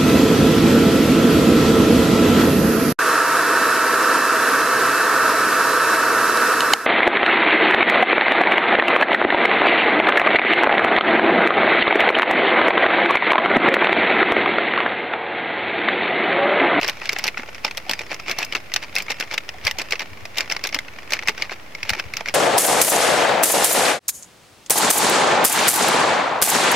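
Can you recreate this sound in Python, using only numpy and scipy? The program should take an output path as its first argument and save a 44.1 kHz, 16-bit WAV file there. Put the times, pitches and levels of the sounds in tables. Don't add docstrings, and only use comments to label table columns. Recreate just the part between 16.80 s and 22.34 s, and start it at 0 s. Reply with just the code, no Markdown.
import sys
import numpy as np
from scipy import signal
from scipy.fft import rfft, irfft
from scipy.io import wavfile
from scipy.ndimage import uniform_filter1d

SR = 44100
rng = np.random.default_rng(int(sys.argv[2]) if len(sys.argv) > 2 else 0)


def persist_wave(psi):
    counts = np.round(np.clip(psi, -1, 1) * 32767).astype(np.int16)
    wavfile.write(sys.argv[1], SR, np.atleast_2d(counts).T)


N = 244314
TIME = np.arange(N) / SR
CUTOFF_HZ = 15900


def from_db(db):
    return 10 ** (np.asarray(db) / 20)


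def rms_one(x):
    return x / np.sqrt(np.mean(np.abs(x) ** 2) + 1e-20)


def bins(size):
    return np.maximum(np.arange(size // 2 + 1) * SR / size, 1)


def at_hz(points, hz):
    table_hz, values = np.transpose(points)
    return np.interp(np.log(hz), np.log(table_hz), values)


def above(hz, corner_hz):
    return 1 / (1 + np.square((corner_hz / hz) ** 2))


def causal(gain_db):
    cepstrum = irfft(np.log(from_db(gain_db)))
    half = len(cepstrum) // 2
    cepstrum[1:half] *= 2
    cepstrum[half + 1:] = 0
    return rms_one(np.exp(rfft(cepstrum)))


def spread(pair, likeness, hz):
    alike = np.clip(at_hz(likeness, hz), -.99, .99)
    common = np.sqrt((1 + alike) / 2) * pair[0]
    opposed = np.sqrt((1 - alike) / 2) * pair[1] * [[1], [-1]]
    return common + opposed


def noise(spectrum, likeness):
    hz = bins(N)
    stereo = spread(rfft(rng.standard_normal((2, N))), likeness, hz)
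    return rms_one(irfft(stereo * from_db(at_hz(spectrum, hz)), N))


def swells(rows):
    power = sum(from_db(db) ** 2 * np.exp(-(2 * (TIME - s) / length) ** 2) for s, length, db in rows)
    return np.sqrt(power + 1e-18)


def add(out, sound, s):
    start = int(np.clip(s * SR, 0, N - 1))
    out[:, start:start + sound.shape[1]] += sound[:, :N - start]


# frequency in Hz, relative spectral level in dB.
AIR_COLOUR = [(15, -41), (25, -6), (35, -22), (53, -13), (86, -10.5), (227, -13), (631, -13), (1300, -17),
              (2300, -15.5), (3340, -24), (5580, -27.5), (7700, -35), (9810, -36), (13500, -35.5),
              (15500, -39)]
# frequency in Hz, coherence as a fraction.
AIR_COHERENCE = [(60, 0.34), (130, 0.67), (300, 0.35), (700, 0.24), (1400, 0), (3000, 0.18), (15000, 0)]


def air():
    return from_db(-39 - 3.5) * noise(AIR_COLOUR, AIR_COHERENCE)


# time in seconds, frequency of its second order in Hz.
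ENGINE_PITCH = [(0, 64.5), (.5, 64), (1.1, 61), (1.65, 60.5), (2.4, 60.5), (3.1, 63), (3.6, 65), (4.0, 63),
                (4.6, 65), (5.1, 69), (5.54, 70)]
# order as a multiple of the turning rate, rms level in dB.
ENGINE_TONES = [(2, -58.5), (3, -59.5)]


def engine():
    turns = np.cumsum(np.interp(TIME, *np.transpose(ENGINE_PITCH))) / (2 * SR)
    return sum(from_db(db) * np.sqrt(2) * np.sin(2 * np.pi * round(order) * turns)
               for order, db in ENGINE_TONES)


# middle in seconds, top of the arch in Hz, peak level in dB.
BIRD_CHIRPS = [(1.05, 4670, -60), (1.16, 4840, -45), (1.245, 5350, -50), (1.295, 4820, -50),
               (1.42, 5130, -52), (1.465, 5300, -52), (1.53, 5170, -55), (1.706, 5200, -49),
               (1.78, 5250, -54), (2.235, 5060, -46), (2.345, 5260, -47), (2.555, 5000, -50)]


def bird(length_s=0.066, arch_hz=420, waver_hz=95):
    out = np.zeros((2, N))
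    place = np.linspace(-1, 1, int(length_s * SR))
    for s, top_hz, db in BIRD_CHIRPS:
        waver = rms_one(uniform_filter1d(rng.standard_normal(SR // 4), size=60))[:len(place)]
        hz = top_hz - arch_hz * place ** 2 + waver_hz * waver
        whistle = (1 - place ** 2) * np.sin(2 * np.pi * np.cumsum(hz) / SR)
        add(out, from_db(db) * whistle[None], s - length_s / 2)
    return out


# middle in seconds, length in seconds, frequency in Hz, peak level in dB.
WIND_PUFFS = [(2.855, 0.016, 89, -22), (2.946, 0.022, 74.3, -31.5), (3.325, 0.029, 92, -33),
              (3.433, 0.03, 99.8, -31), (5.043, 0.029, 89, -32.5), (5.121, 0.015, 80.9, -22.5),
              (5.265, 0.018, 92.7, -26)]


def wind():
    bumps = np.zeros(N)
    for s, length, hz, db in WIND_PUFFS:
        bell = np.exp(-(2 * (TIME - s) / length) ** 2)
        bumps += from_db(db) * bell * np.sin(2 * np.pi * (hz * TIME + rng.random()))
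    return bumps * np.array([[1], [0]])


# start in seconds, frequency in Hz, relative level before decay in dB.
POUCH_FLEXES = [(0.591, 247, -29.5), (.594, 780, -36), (1.066, 746, -30), (2.743, 740, -33),
                (2.954, 760, -34), (3.955, 295, -26), (4.488, 201, -28.5), (5.106, 200, -29),
                (5.169, 367, -31)]


def flexes(t60=0.066, rise_s=0.00088):
    out = np.zeros(N)
    for s, hz, db in POUCH_FLEXES:
        t = np.clip(TIME - s, 0, 1)
        envelope = from_db(db - 60 * t / t60) * (1 - np.exp(-t / rise_s))
        out += envelope * np.sin(2 * np.pi * hz * t)
    return out


# frequency in Hz, relative spectral level in dB.
FOIL_COLOUR = [(88, -42.5), (150, -20.5), (550, -10), (860, -8.5), (1110, -8), (1630, -6), (2180, -1),
               (2550, -2), (3280, -9), (5540, -12.5), (9730, -28), (11400, -24), (12500, -40),
               (13500, -20.5), (15500, -47.5)]
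# frequency in Hz, width in Hz, gain in dB.
PACKET_RESONANCES = [(862, 64, 4), (972, 170, -3.5), (2120, 140, 1), (4000, 100, -1.5), (5450, 2300, 6.5),
                     (12120, 850, 7.5), (13100, 900, -2), (15100, 670, 21)]
# frequency in Hz, coherence as a fraction.
BASIN_COHERENCE = [(200, 1), (850, 0.94), (1220, 0.61), (1600, 0.92), (3000, 0.64), (5500, 0.31),
                   (9000, 0.019), (14000, 0.18)]


def buckle(body_db, bright_db, ring_hz, ring_db=6.0, ring_q=6.8, scatter_db=4.5, scatter_t60=0.027,
           facet_db=3.0, bend_s=0.0007994, jerk_db=-6.0, jerk_s=0.0016, top_share=0.91,
           lag_s=2.7e-5, lag_spread_s=1.0e-5, size=3072):
    t, hz = np.arange(size) / SR, bins(size)
    dying = rms_one(from_db(-60 * t / scatter_t60)) * (1 - np.exp(-t / 0.00022))
    scatter = spread(rms_one(rfft(rng.standard_normal((2, size)) * dying)), BASIN_COHERENCE, hz)
    lag = (lag_s + lag_spread_s * rng.standard_normal()) * np.array([[.5], [-.5]])
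    crack = np.exp(-2j * np.pi * (2 * bend_s * np.sqrt(hz * ring_hz) + hz * lag))
    jerk_delay = jerk_s * rng.uniform(0.553, 2)
    crack = rms_one(crack * (1 - from_db(jerk_db) * np.exp(-2j * np.pi * hz * jerk_delay)))
    colour = at_hz(FOIL_COLOUR, hz)
    for f, width, db in [*PACKET_RESONANCES, (ring_hz, ring_hz / ring_q, ring_db)]:
        colour = colour + db / (1 + (2 * (hz - f) / width) ** 2)
    colour = colour + body_db * (1 - above(hz, 1150))
    colour = colour + bright_db * (above(hz, 3440) + top_share * above(hz, 15000))
    own = np.interp(np.log(hz), np.linspace(np.log(300), np.log(16000), 36), rng.standard_normal(36))
    response = causal(colour + facet_db * own)
    return rms_one(irfft((crack + from_db(scatter_db) * scatter) * response)) / np.sqrt(size)


def swarm(gain, per_s, size_spread_db, body_db, bright_db, ring_hz=2300, ring_spread=0.28, even_s=0.03,
          count=10):
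    sizes = from_db(size_spread_db * np.minimum(rng.exponential(1, N), 3)) * rng.choice([-1, 1], N)
    clicks = sizes * (rng.random(N) < per_s / SR)
    local_power = uniform_filter1d(clicks ** 2, int(even_s * SR) + 1)
    clicks = gain * clicks / np.sqrt(np.abs(local_power) + 1e-9)
    dealt = rng.integers(0, count, N)
    out = np.zeros((2, N))
    for k, hz in enumerate(ring_hz * np.exp(ring_spread * np.linspace(-1, 1, count))):
        own_clicks = (clicks * (dealt == k))[None]
        out += signal.oaconvolve(own_clicks, buckle(body_db, bright_db, hz), axes=1)[:, :N]
    return out


# middle in seconds, length in seconds, relative level in dB.
POWDER_POURS = [(1.44, 0.031, -44), (1.555, 0.13, -40), (1.69, .06, -46), (2.355, .04, -45)]
# frequency in Hz, relative spectral level in dB.
POWDER_COLOUR = [(1000, -33), (2000, -22), (2300, 6), (2420, 2), (2520, -10), (2680, 9), (2900, -24),
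                 (5000, -45)]


def pouring():
    return swells(POWDER_POURS) * noise(POWDER_COLOUR, BASIN_COHERENCE)


# time in seconds, relative level in dB.
SLIDING_LEVEL = [(0.0, -55), (0.15, -34.5), (0.45, -51), (0.65, -35.5), (0.9, -39.5), (1.3, -39),
                 (1.55, -37), (1.85, -43), (2.35, -37.5), (2.7, -44), (3.1, -36.5), (3.5, -45.5),
                 (3.68, -33.5), (4.1, -43), (4.4, -36.5), (4.85, -46.5), (5.15, -31), (5.54, -57)]


def sliding(trim_db=-5.0):
    gain = from_db(np.interp(TIME, *np.transpose(SLIDING_LEVEL)))
    return from_db(trim_db) * swarm(gain, per_s=200, size_spread_db=7.5, body_db=6.0, bright_db=-3.0,
                                    ring_spread=0.48, even_s=0.05, count=7)


# middle in seconds, length in seconds, relative crackle level in dB.
PACKET_SQUEEZES = [(0.041, 0.089, -25), (0.095, 0.0098, -25), (0.273, 0.098, -30.5), (0.388, 0.066, -35.5),
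                   (0.461, 0.041, -24), (0.591, 0.029, -33.5), (0.86, 0.025, -25.5), (0.981, 0.012, -33),
                   (1.111, 0.041, -28.5), (1.198, 0.029, -35.5), (1.321, 0.026, -26.5), (1.502, 0.038, -24),
                   (1.612, 0.046, -26), (1.75, 0.032, -22), (1.961, 0.043, -33.5), (2.034, 0.021, -28.5),
                   (2.181, 0.049, -28), (2.308, 0.022, -21.5), (2.42, 0.039, -31.5), (2.531, 0.032, -26),
                   (2.873, 0.045, -25), (3.004, 0.026, -26), (3.128, 0.023, -24.5), (3.212, 0.018, -21),
                   (3.592, 0.048, -25.5), (3.719, 0.024, -24), (3.856, 0.025, -24.5), (3.954, 0.022, -23),
                   (4.334, 0.036, -26), (4.487, 0.029, -24.5), (4.617, 0.054, -29.5), (4.721, 0.024, -27.5),
                   (5.114, 0.095, -32), (5.191, 0.022, -26.5), (5.377, 0.051, -33), (5.484, 0.029, -26)]


def crackle(trim_db=-1.5):
    return from_db(trim_db) * swarm(swells(PACKET_SQUEEZES), per_s=420, size_spread_db=5.5, body_db=4.5,
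                                    bright_db=-3.5, ring_spread=0.34, even_s=0.0084)


# time in seconds, relative level over the first 4 ms in dB,
# relative body in dB, relative brightness in dB, facet ring in Hz.
CREASE_SNAPS = [(0.0129, -23, -24, -1, 2610), (0.0308, -19, 2, -2.5, 2820), (0.045, -20, 4, -2, 1710.0),
                (0.079, -22.5, -9, 14, 2780), (0.086, -17.5, -1.5, -5.5, 3000), (0.096, -20, 6, 4, 2220),
                (0.2158, -26, 6, -25, 2120), (0.256, -26, -11, 0, 2080.0), (0.2923, -13.5, -12, -0.5, 2110),
                (0.3218, -28.5, 5, 3, 2520), (0.3303, -22, 16.5, 13, 2500), (0.363, -21, -3, -18, 1900),
                (0.3865, -23.5, 7, 12, 2220), (0.3939, -23, 0.5, -6, 2170), (0.4404, -17.5, 3, 8.5, 2570),
                (0.451, -41, 5, -3, 2520.0), (0.469, -23, 7, 8, 2110), (0.4783, -16.5, -10, 0, 2090),
                (0.4846, -19, -3, -10, 2100), (0.544, -31, 0, -21, 2480), (0.5726, -23.5, -8, -21, 2300),
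                (0.5775, -24, -6, -1, 2510), (0.5953, -28, 4, -28, 2120.0), (0.6333, -30.5, 9, -30, 2150.0),
                (0.6865, -32.5, 7, -14, 1750.0), (0.7465, -31.5, -5, -1, 2330),
                (0.8479, -14, 6, 1.5, 2230.0), (0.8781, -24.5, 1, -8, 2050), (0.9104, -25.5, 7, 4.5, 2400),
                (0.972, -24, -8, 8, 1840), (0.9771, -24.5, 6.5, 6.5, 1760), (1.095, -16.5, 5.5, 3, 2620),
                (1.112, -18, 5, 4.5, 2550), (1.1342, -19.5, -2, 1.5, 2390), (1.1914, -23, -12, 0.5, 2330),
                (1.2079, -28.5, 12, -7, 2470), (1.2152, -29, 8, -2, 1940.0), (1.316, -23.5, 9, -6.5, 2180),
                (1.3433, -28, 0, 7, 2070.0), (1.3985, -29.5, 0, -6, 2200), (1.4814, -22.5, 0, -6, 2400),
                (1.4957, -21.5, 12.5, 3.5, 2250.0), (1.5124, -19, -1, 7, 2300),
                (1.5863, -18.5, 11.5, 8, 1880), (1.6282, -19.5, -9, -3, 2720), (1.6477, -28, 0, 21, 2680),
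                (1.7243, -21.5, 3, 0.5, 2160), (1.7512, -17, -8, -13, 2620), (1.9182, -29, -13, -7.5, 1990),
                (1.9389, -17, 2.5, 7, 2560.0), (1.9616, -14, -7, 1, 2790), (2.0275, -29.5, -4, -2, 1860.0),
                (2.1534, -22.5, 16, 18, 2560), (2.163, -15, -16, 2, 2600), (2.1735, -24, 5, 1, 2160),
                (2.1836, -20.5, -13, 10, 2630), (2.2026, -23.5, -31, -7, 2140),
                (2.2219, -30.5, -6, 22, 2640), (2.282, -26.5, -8, -17, 2280), (2.3039, -20.5, 0, 6, 1990.0),
                (2.3173, -22, -8, 0, 2180), (2.4, -22, 8, 6, 1960), (2.4081, -19.5, -1, -2.5, 2040),
                (2.4248, -24.5, -3, -11, 2600), (2.5118, -25.5, -1, -6, 2400), (2.54, -23, 9.5, 4, 3600),
                (2.579, -16, -5, -3, 2220), (2.6903, -24, -4.5, -3.5, 2490), (2.85, -24.5, -8, 13, 2540),
                (2.8683, -13, -4.5, 0, 2280), (2.8765, -16, -6, -6, 2060), (2.911, -20.5, -7, 2, 2090.0),
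                (2.986, -21, 6, 4, 2760), (2.9956, -22.5, -13, -7, 2540.0), (3.017, -24, 6, 3, 2160),
                (3.108, -25.5, -4, 9, 2590), (3.1222, -16, -15, -1.5, 2190), (3.132, -20.5, 7, -3.5, 2380),
                (3.1551, -27, -24, -9, 2520), (3.1943, -22.5, -5.5, 0, 2090), (3.4538, -28, 4, 3, 2540),
                (3.573, -24.5, -11, 5, 2500.0), (3.583, -16, -8, 2, 2710), (3.6064, -17.5, -10, 1, 2730),
                (3.699, -21.5, 1, 4, 2640.0), (3.7134, -21, -11, -9, 2530.0), (3.7222, -18, 3, 5, 2200),
                (3.765, -21, -3.5, -6.5, 2230), (3.839, -20, 2, 12, 2520), (3.8494, -22, -18, -12, 2330),
                (3.8708, -23, -9, 3, 2010), (3.8901, -29, -15, 3, 2070.0), (3.926, -25, -3, -9, 2120.0),
                (3.9449, -16.5, -6, 6, 2020), (3.9883, -19, -2.5, 2.5, 2000),
                (4.0828, -33.5, -16, -13, 1980), (4.1862, -31, 7, -6, 1900), (4.3062, -27, 6, 7, 2060),
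                (4.3217, -19.5, 3.5, 5, 2120), (4.3343, -13.5, -2, 2, 2130.0), (4.367, -29, 4, -9.5, 2200),
                (4.3908, -22.5, -5, -8, 2330), (4.4247, -28.5, -1, -10, 2270), (4.4336, -31, 17, 1, 1990.0),
                (4.4736, -19.5, 3, 2.5, 2540), (4.4844, -11.5, 0.5, 3.5, 2550), (4.493, -18, 7, -2, 1950),
                (4.578, -28.5, 7, -3, 1600.0), (4.6217, -15, -15, -1, 2200), (4.695, -27.5, 1, -16, 1970),
                (4.7175, -26.5, 18, -3, 2660), (4.9496, -26.5, 2, 0.5, 2220), (5.0305, -20.5, -5, -2, 2140),
                (5.0935, -15, -7, 3, 2360), (5.102, -17.5, 4, 6, 2240), (5.1337, -20, 3, -1, 2510),
                (5.1972, -20, 3.5, -3, 2510), (5.337, -22.5, -2, 4.5, 2250), (5.3687, -20.5, -10, 3, 2020),
                (5.4071, -24, 16, -3, 2100), (5.4585, -22.5, 4, -2, 2100.0), (5.4851, -20, -2, -1, 2340.0)]


def snaps(level_db=2.0, body_db=-1.0, bright_db=0.0, give_db=-14.5, give_s=0.0021):
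    out = np.zeros((2, N))
    for s, db, body, bright, ring_hz in CREASE_SNAPS:
        strength = from_db(db + level_db) * np.sqrt(.004 * SR)
        snap = strength * buckle(body + body_db, bright + bright_db, ring_hz)
        add(out, from_db(give_db) * snap, s - give_s * rng.uniform(0.5, 1.2))
        add(out, snap, s)
    return out


def scene():
    packet = pouring() + sliding() + crackle() + flexes() + snaps()
    pan = from_db(np.array([[.5], [-.5]]) * 0.62)
    return air() + engine() + bird() + wind() + packet * pan


def record(dry):
    low_pass = signal.cheby2(16, 60, CUTOFF_HZ + 800, fs=SR, output="sos")
    cut = signal.sosfilt(low_pass, dry)
    return np.clip(cut + .011, -1, 1)


dry = scene()
out = record(dry)
persist_wave(out)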